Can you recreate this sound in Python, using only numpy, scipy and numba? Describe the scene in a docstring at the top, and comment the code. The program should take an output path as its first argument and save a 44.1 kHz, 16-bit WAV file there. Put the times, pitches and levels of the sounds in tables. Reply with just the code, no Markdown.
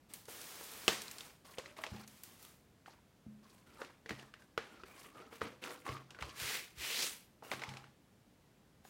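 """Unwrapping a card record sleeve

Hands strip plastic film from the sleeve on a wooden table, set it down, pry it open and draw the
paper inner sleeve out in two pulls. Rubbing is a dense spray of tiny slips; creases snap as short cracks;
card and table ring as dying modes; a small quiet room answers as fading noise, close under a phone."""
import sys
import numpy as np
from scipy import signal
from scipy.fft import rfft, irfft, next_fast_len
from scipy.io import wavfile
from scipy.ndimage import uniform_filter1d
from numba import njit

SR = 44100
rng = np.random.default_rng(int(sys.argv[2]) if len(sys.argv) > 2 else 0)


def wrap_up_sound(samples):
    """Save the sound to the file named by the first command line argument, as 16-bit audio."""
    columns = np.atleast_2d(samples).T
    # keep every value between -1 and 1, then stretch to whole-number steps
    tamed = np.clip(columns, -1, 1)
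    steps = np.round(tamed * 32767).astype(np.int16)
    wavfile.write(sys.argv[1], SR, steps)


N = 392049

# still air and microphone hiss, relative spectrum: f/Hz, density/dB per Hz
AIR_SPECTRUM = [(15, -51), (25, -7), (127, -5), (190, -4), (223, -6), (405, -13), (1190, -21.5),
                (1840, -23.5), (16000, -37)]
# hand strokes over film and card: start/s, hold/s, rubbing level in 1-5 kHz before resonances/dB,
# slope/dB per octave (near 0 thin film, steep dull card), pitch of the bent sheet/Hz
HAND_STROKES = [(0.084, 0.067, -61, -3, 8100), (0.272, .59, -54, -1.5, 470),
                (0.876, 0.014, -41.5, -3.5, 1815), (.99, 0.26, -56.5, -3, 450),
                (1.438, 0.069, -60, -4, 1100), (1.561, 0.12, -63, -6.5, 576), (1.756, 0.061, -57, -5, 630),
                (1.892, 0.097, -56.5, -5.5, 810), (2.06, 0.13, -66, -1.5, 970),
                (2.222, 0.12, -64.5, -2, 1110), (2.38, 0.092, -64, -1.5, 1270),
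                (2.854, 0.01, -61.5, -5.5, 935), (3.419, 0.15, -68, -5, 1043),
                (3.657, 0.13, -65.5, -6.5, 1350), (3.784, 0.028, -55.5, -8, 508),
                (4.08, 0.015, -55.5, -7, 1890), (4.171, 0.0097, -58, -7.5, 1800),
                (4.383, 0.0078, -67.5, -6, 1630), (4.59, 0.19, -65, -8, 1370), (4.849, 0.11, -62, -4, 2350),
                (4.949, 0.1, -59.5, -5, 1115), (5.137, 0.069, -59.5, -8.5, 1284),
                (5.3, 0.043, -58, -4.5, 446), (5.4, 0.038, -51.5, -9, 480), (5.612, 0.09, -51, -5.5, 512),
                (5.842, 0.062, -50.5, -7.5, 1150), (6.09, 0.095, -69, -10, 1540),
                (6.188, 0.094, -57, -7, 1045), (7.424, 0.06, -56.5, -4, 2890),
                (7.503, 0.0098, -48, -6.5, 785), (7.59, 0.12, -59, -8, 864), (7.7, .11, -66, -8, 832),
                (8.835, 0.047, -67, -1.5, 6850)]
# resonances of the card: f/Hz, relative level/dB, t60/s
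CARD_MODES = [(381, 8, 0.045), (458, 4, 0.093), (515, 7.5, 0.038), (646, 0, 0.13), (810, -3.5, 0.056),
              (1394, -10, 0.48)]
# light ticks of film and paper that leave the card still: t/s, crack peak/dB, centre f/Hz
LIGHT_TICKS = [(0.1371, -28.5, 8750), (0.255, -44, 5000), (0.415, -35.5, 5740), (0.639, -37, 7500),
               (0.717, -37, 11000), (1.0187, -31, 6300), (1.0816, -36, 4100), (1.113, -32.5, 7600),
               (1.184, -35, 4140), (1.2075, -35.5, 3700), (1.597, -41, 2100), (1.659, -40, 2030),
               (1.767, -45, 2000), (2.077, -40, 6550), (2.2353, -33, 11060), (2.427, -39.5, 11000),
               (2.8598, -45, 1470), (2.88, -44, 780), (3.848, -42, 2680), (4.0932, -33, 2120),
               (4.196, -40.5, 2900), (4.339, -40.5, 1560), (5.41, -42, 1800), (5.479, -52, 1510),
               (5.649, -41, 1400), (5.661, -38, 1320), (5.856, -50, 1250), (5.968, -41, 1140),
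               (6.1065, -40, 2780), (6.147, -44.5, 1570), (6.21, -41, 3300), (6.293, -42.5, 3000),
               (7.535, -34, 1200), (7.595, -38.5, 2400), (7.6367, -31.5, 2050), (7.6906, -37, 3380),
               (7.738, -40, 2030), (7.841, -46, 1492), (8.8508, -48, 792)]
# creases and edges that ring the card: t/s, crack peak/dB, centre f/Hz, card peak/dB, card f/Hz
CARD_SNAPS = [(0.284, -47, 880, -42.5, 473), (0.61, -45, 915, -45, 500), (0.88, -10, 2740, -23.5, 420),
              (1.584, -31, 3150, -32.5, 540), (1.788, -37.5, 1080, -44, 654),
              (1.8376, -27.5, 1980, -34.5, 900), (1.8654, -34, 2554, -41, 695),
              (3.817, -34, 1477, -40, 500), (4.06, -40.5, 1920, -46.5, 456), (4.107, -30, 1710, -33.5, 275),
              (4.5771, -22.5, 1410, -30, 447), (4.8353, -40, 1360, -44, 400),
              (5.201, -47, 1290, -46.5, 440), (5.327, -44.5, 1300, -44.5, 443),
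              (5.416, -26, 1180, -30.5, 487), (5.6389, -33, 2620, -43, 526), (5.8646, -32, 1124, -46, 1110),
              (5.89, -33.5, 2020, -42, 467), (6.1883, -41.5, 1510, -46.5, 1020),
              (6.224, -30, 2190, -33, 1096), (7.4242, -46, 880, -44, 605), (7.5155, -24.5, 2000, -36, 900),
              (7.6184, -34, 1930, -37, 885), (7.7702, -38, 2530, -52, 840)]
# sleeve and hands meeting the table: t/s, peak/dB, pitch of the spot struck/Hz
TABLE_THUMPS = [(0.882, -43.5, 176), (1.917, -38.5, 142), (3.262, -42, 203), (4.103, -42.5, 117),
                (5.423, -45.5, 137), (5.891, -39.5, 118), (6.215, -42.5, 82), (6.416, -44.5, 91),
                (6.772, -48.5, 75.5), (7.538, -48, 150), (7.68, -43.5, 148)]
# resonances of the table top: f/Hz, relative level/dB, t60/s
TABLE_MODES = [(68, 0.5, 0.22), (104, -1, 0.26), (132.8, -1, 0.6), (186.4, 2, .25), (212.6, 3, 0.64)]
# inner sleeve pulled out: start/s, hold/s, level before the swell/dB, share of the sleeve drawn out
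SLEEVE_PULLS = [(6.33, 0.11, -42, 0.29), (6.747, 0.19, -45.5, 0.59)]
# paper sliding on card, relative spectrum: f/Hz, density/dB per Hz
PAPER_SPECTRUM = [(88, -46), (150, -16.5), (431, -3.5), (637, -10), (1550, -6.5), (2140, -2.5), (4160, -4),
                  (16000, -13)]

TIME_S = np.arange(N) / SR
AIR_RMS_DB = -67
ATTACK_S, FILM_RELEASE_DB_PER_S, CARD_RELEASE_DB_PER_S = 0.019, 109.5, 171
BEND_GAIN, BEND_Q = 2.1, 7.
ROOM_DB, ROOM_T60_S = -26, 0.47
PULL_ATTACK_S, PULL_RELEASE_DB_PER_S = .11, 156
POCKET_SWELL_DB = 9.5  # gain of the hiss from sleeve fully in to fully out
POCKET_HZ = 1480  # with the sleeve fully in
BASS_CUT_HZ, TOP_CUT_HZ = 46, 15900


def undb(db):
    """Amplitude from dB."""
    return 10 ** (np.asarray(db) / 20)


def unit(x):
    """Scale to an RMS of 1."""
    return x / np.sqrt(np.mean(x ** 2))


def band(x, lo_hz, hi_hz):
    """Butterworth band-pass."""
    edges_hz = [lo_hz, min(hi_hz, .45 * SR)]
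    return signal.sosfilt(signal.butter(2, edges_hz, "band", fs=SR, output="sos"), x)


def colour(x, spectrum):
    """Noise weighted by (Hz, dB) points on a log frequency axis, at unit RMS."""
    hz, db = np.transpose(spectrum)
    size = next_fast_len(N)
    bin_hz = np.arange(size // 2 + 1) * SR / size
    gain = undb(np.interp(np.log(bin_hz + 1), np.log(hz), db))
    return unit(irfft(rfft(x, size) * gain, size)[:N])


def fade(t, t60_s):
    """Exponential decay, 60 dB down at t60_s."""
    return np.exp(-np.log(1000) * t / t60_s)


def ring(modes, weights, count):
    """Weighted sum of dying sine modes."""
    t = np.arange(count) / SR
    return sum(w * undb(db) * fade(t, t60_s) * np.sin(2 * np.pi * hz * t)
               for w, (hz, db, t60_s) in zip(weights, modes))


def add(out, start_s, x):
    """Mix x into out from start_s."""
    i = int(start_s * SR)
    out[i:i + len(x)] += x[:N - i]


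@njit
def svf(x, hz, q):
    """State-variable band-pass with a moving centre."""
    y, band_state, low_state = np.empty(len(x)), 0., 0.
    for i in range(len(x)):
        g = np.tan(np.pi * hz[i] / SR)
        v = (band_state + g * (x[i] - low_state)) / (1 + g * (g + 1 / q))
        band_state, low_state, y[i] = 2 * v - band_state, low_state + 2 * g * v, v / q
    return y


def slips(rate_hz, spread_db, tail_s, smooth):
    """Stick-slip: noise gated by many small releases of unequal size, over a smooth share."""
    sizes = undb(spread_db * np.minimum(rng.exponential(size=N), 3.5))
    starts = (rng.random(N) < rate_hz / SR) * sizes
    gate = signal.lfilter([1], [1, -np.exp(-1 / (tail_s * SR))], starts)
    return unit(rng.standard_normal(N) * (smooth + gate / gate.mean()))


def stroke(start_s, hold_s, attack_s, release_db_per_s):
    """Gain 0-1: smooth rise, hold, then a fall linear in dB."""
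    t = TIME_S - start_s
    rise = np.sin(np.pi / 2 * np.clip(t / attack_s, 0, 1)) ** 2
    return rise * undb(-release_db_per_s * np.maximum(t - attack_s - hold_s, 0))


def air():
    """Still room air and microphone hiss: steady coloured noise."""
    return colour(rng.standard_normal(N), AIR_SPECTRUM) * undb(AIR_RMS_DB)


def hands():
    """Rubbing level, slope and sheet pitch: strokes add in power, slopes average by power."""
    power, tilt, pitch_hz = 1e-14, 0, 0
    for start_s, hold_s, db, slope_db, hz in HAND_STROKES:
        dull = np.clip(-slope_db / 8, 0, 1)
        # film dies away slower than card
        release_db_per_s = (1 - dull) * FILM_RELEASE_DB_PER_S + dull * CARD_RELEASE_DB_PER_S
        p = (undb(db) * stroke(start_s, hold_s, ATTACK_S, release_db_per_s)) ** 2
        pitch_hz = np.where(p > power, hz, pitch_hz)  # a stroke louder than those before it takes the pitch
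        power, tilt = power + p, tilt + p * slope_db
    pitch_hz = np.maximum(uniform_filter1d(1. * pitch_hz, size=200), 100)
    return 10 * np.log10(power), tilt / power, pitch_hz


def rubbing():
    """Octave-sloped slips: film hisses and crackles finely, card catches and rings at its bend."""
    level_db, slope_db, bend_hz = hands()
    catch = np.clip(-slope_db / 6, .3, 1)
    size = next_fast_len(N)
    bin_hz = np.arange(size // 2 + 1) * SR / size
    place_oct = np.log2(bin_hz / 2200 + 1e-9)
    whole = slips(rate_hz=160.0, spread_db=2.0, tail_s=0.0015, smooth=1.0)
    crackle = slips(rate_hz=44.0, spread_db=4.5, tail_s=0.00088, smooth=0)
    film = rng.standard_normal(N) + 0.24 * crackle
    spray = 0
    for octave in range(-3, 4):
        # grains of one size colour one octave only, so the rustle is patchy
        own = .5 * whole + slips(rate_hz=45., spread_db=2.0, tail_s=0.0095, smooth=1.0)
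        x = (1 - catch) * film + catch * own
        share = np.clip(1 - np.abs(place_oct - octave), 0, 1)  # neighbours add up to one
        part = irfft(rfft(x, size) * share, size)[:N]
        spray = spray + part * undb(slope_db * max(octave, -.8))
    spray = spray * undb(level_db) * np.sqrt(SR / 2 / 4000)  # the level counts 4 kHz of the spray
    # the bend never holds still
    wander = unit(uniform_filter1d(rng.standard_normal(N), size=1500))
    bend_hz = bend_hz * (1 + .03 * wander)
    bend = svf(svf(spray, bend_hz, BEND_Q), bend_hz, BEND_Q)
    card = ring(CARD_MODES, np.ones(len(CARD_MODES)), count=6000)
    card = card / np.sqrt(np.sum(card ** 2))
    body = signal.fftconvolve(spray, card)[:N]
    return spray + 0.08 * catch * body + BEND_GAIN * catch * bend


def snaps():
    """A short crack, the card modes nearest its pitch (none for ticks), a diffuse room answer."""
    out, t = np.zeros(N), np.arange(12000) / SR
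    rows = CARD_SNAPS + [(s, db, hz, -np.inf, hz) for s, db, hz in LIGHT_TICKS]
    noise = rng.standard_normal((len(rows), 3, len(t)))
    swell = np.minimum(t / 0.0019, 1)
    for (start_s, db, hz, card_db, card_hz), (a, b, c) in zip(rows, noise):
        # the crease gives way with a tick and swings a few cycles at its pitch
        bright = min(hz / 5000 + 3 * undb(db), 1)  # low, weak creases give way softly
        give = hz * t / 1.4 * np.exp(1 - hz * t / 1.4)
        tick = band(a * fade(t, 0.0043), 1800.0, SR)
        crack = give * np.sin(2 * np.pi * hz * t) + 0.16 * bright * tick
        crack = crack + 2.6 / (.5 + bright) * band(a * fade(t, 15 / hz), hz / 1.8, hz * 1.88)
        # the first break is a bare click
        crack[:3] += 0.38 * bright * np.array([-1, 2, -1])
        share = [np.exp(-(np.log2(f / card_hz) / 0.19) ** 2) for f, _, _ in CARD_MODES]
        body = ring(CARD_MODES, share, count=len(t))
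        body = body + 3.4 * band(b, card_hz / 1.8, card_hz * 1.6) * fade(t, 0.088)
        # the room returns each part as noise of its colour; the crease's own pitch lingers
        far = unit(band(c, hz / 5.4, hz * 2.15)) * (fade(t, ROOM_T60_S) + 5.0 * fade(t, 0.025))
        far = far + unit(band(b, hz / 1.143, hz * 1.32)) * fade(t, min(.3, 450 / hz))
        low = unit(band(c, card_hz / 1.024, card_hz * 1.3)) * fade(t, ROOM_T60_S)
        near = undb(db) * crack / np.abs(crack).max() + undb(card_db) * body / np.abs(body).max()
        room = undb(ROOM_DB) * swell * (undb(db) * far + 0.5 * undb(card_db) * low)
        add(out, start_s, near + room)
    return out


def thumps():
    """Soft, uneven pushes on the table top; modes nearest the struck spot's pitch answer most."""
    out, t = np.zeros(N), np.arange(4000) / SR
    noise = rng.standard_normal((len(TABLE_THUMPS), len(t)))
    settle = uniform_filter1d(noise, size=80, axis=1) * fade(t, 0.06)
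    for (start_s, db, hz), wobble in zip(TABLE_THUMPS, settle):
        share = [np.exp(-(np.log2(f / hz) / 0.67) ** 2) for f, _, _ in TABLE_MODES]
        wobble = wobble - wobble[:600].mean() * fade(t, .1)
        push = np.exp(-((t - .002) / 0.00015) ** 2) + 1.5 * wobble
        x = signal.fftconvolve(ring(TABLE_MODES, share, count=20000), push)
        add(out, start_s, undb(db) * x / np.abs(x).max())
    return out


def pull():
    """Paper slides over card; the air pocket between them rings higher as it shrinks."""
    speeds = [stroke(start_s, hold_s, PULL_ATTACK_S, PULL_RELEASE_DB_PER_S)
              for start_s, hold_s, _, _ in SLEEVE_PULLS]
    drawn = sum(row[3] * np.cumsum(v) / v.sum() for row, v in zip(SLEEVE_PULLS, speeds))
    level = sum(undb(row[2]) * v for row, v in zip(SLEEVE_PULLS, speeds))
    slide = colour(slips(rate_hz=810.0, spread_db=8.0, tail_s=0.0037, smooth=4.3), PAPER_SPECTRUM)
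    pocket = svf(slide, POCKET_HZ / np.maximum(1 - drawn, .1), 1.7)
    return unit(slide + 0.81 * pocket) * undb(POCKET_SWELL_DB * drawn) * level


def scene():
    """All layers summed, one channel."""
    return (air() + rubbing() + snaps() + thumps() + pull())[None]


def record(dry):
    """The phone drops the deepest bass and cuts the top steeply."""
    x = signal.sosfilt(signal.butter(4, BASS_CUT_HZ, "high", fs=SR, output="sos"), dry)
    return signal.sosfilt(signal.ellip(10, .2, 60, TOP_CUT_HZ, fs=SR, output="sos"), x)


dry = scene()
out = record(dry)
wrap_up_sound(out)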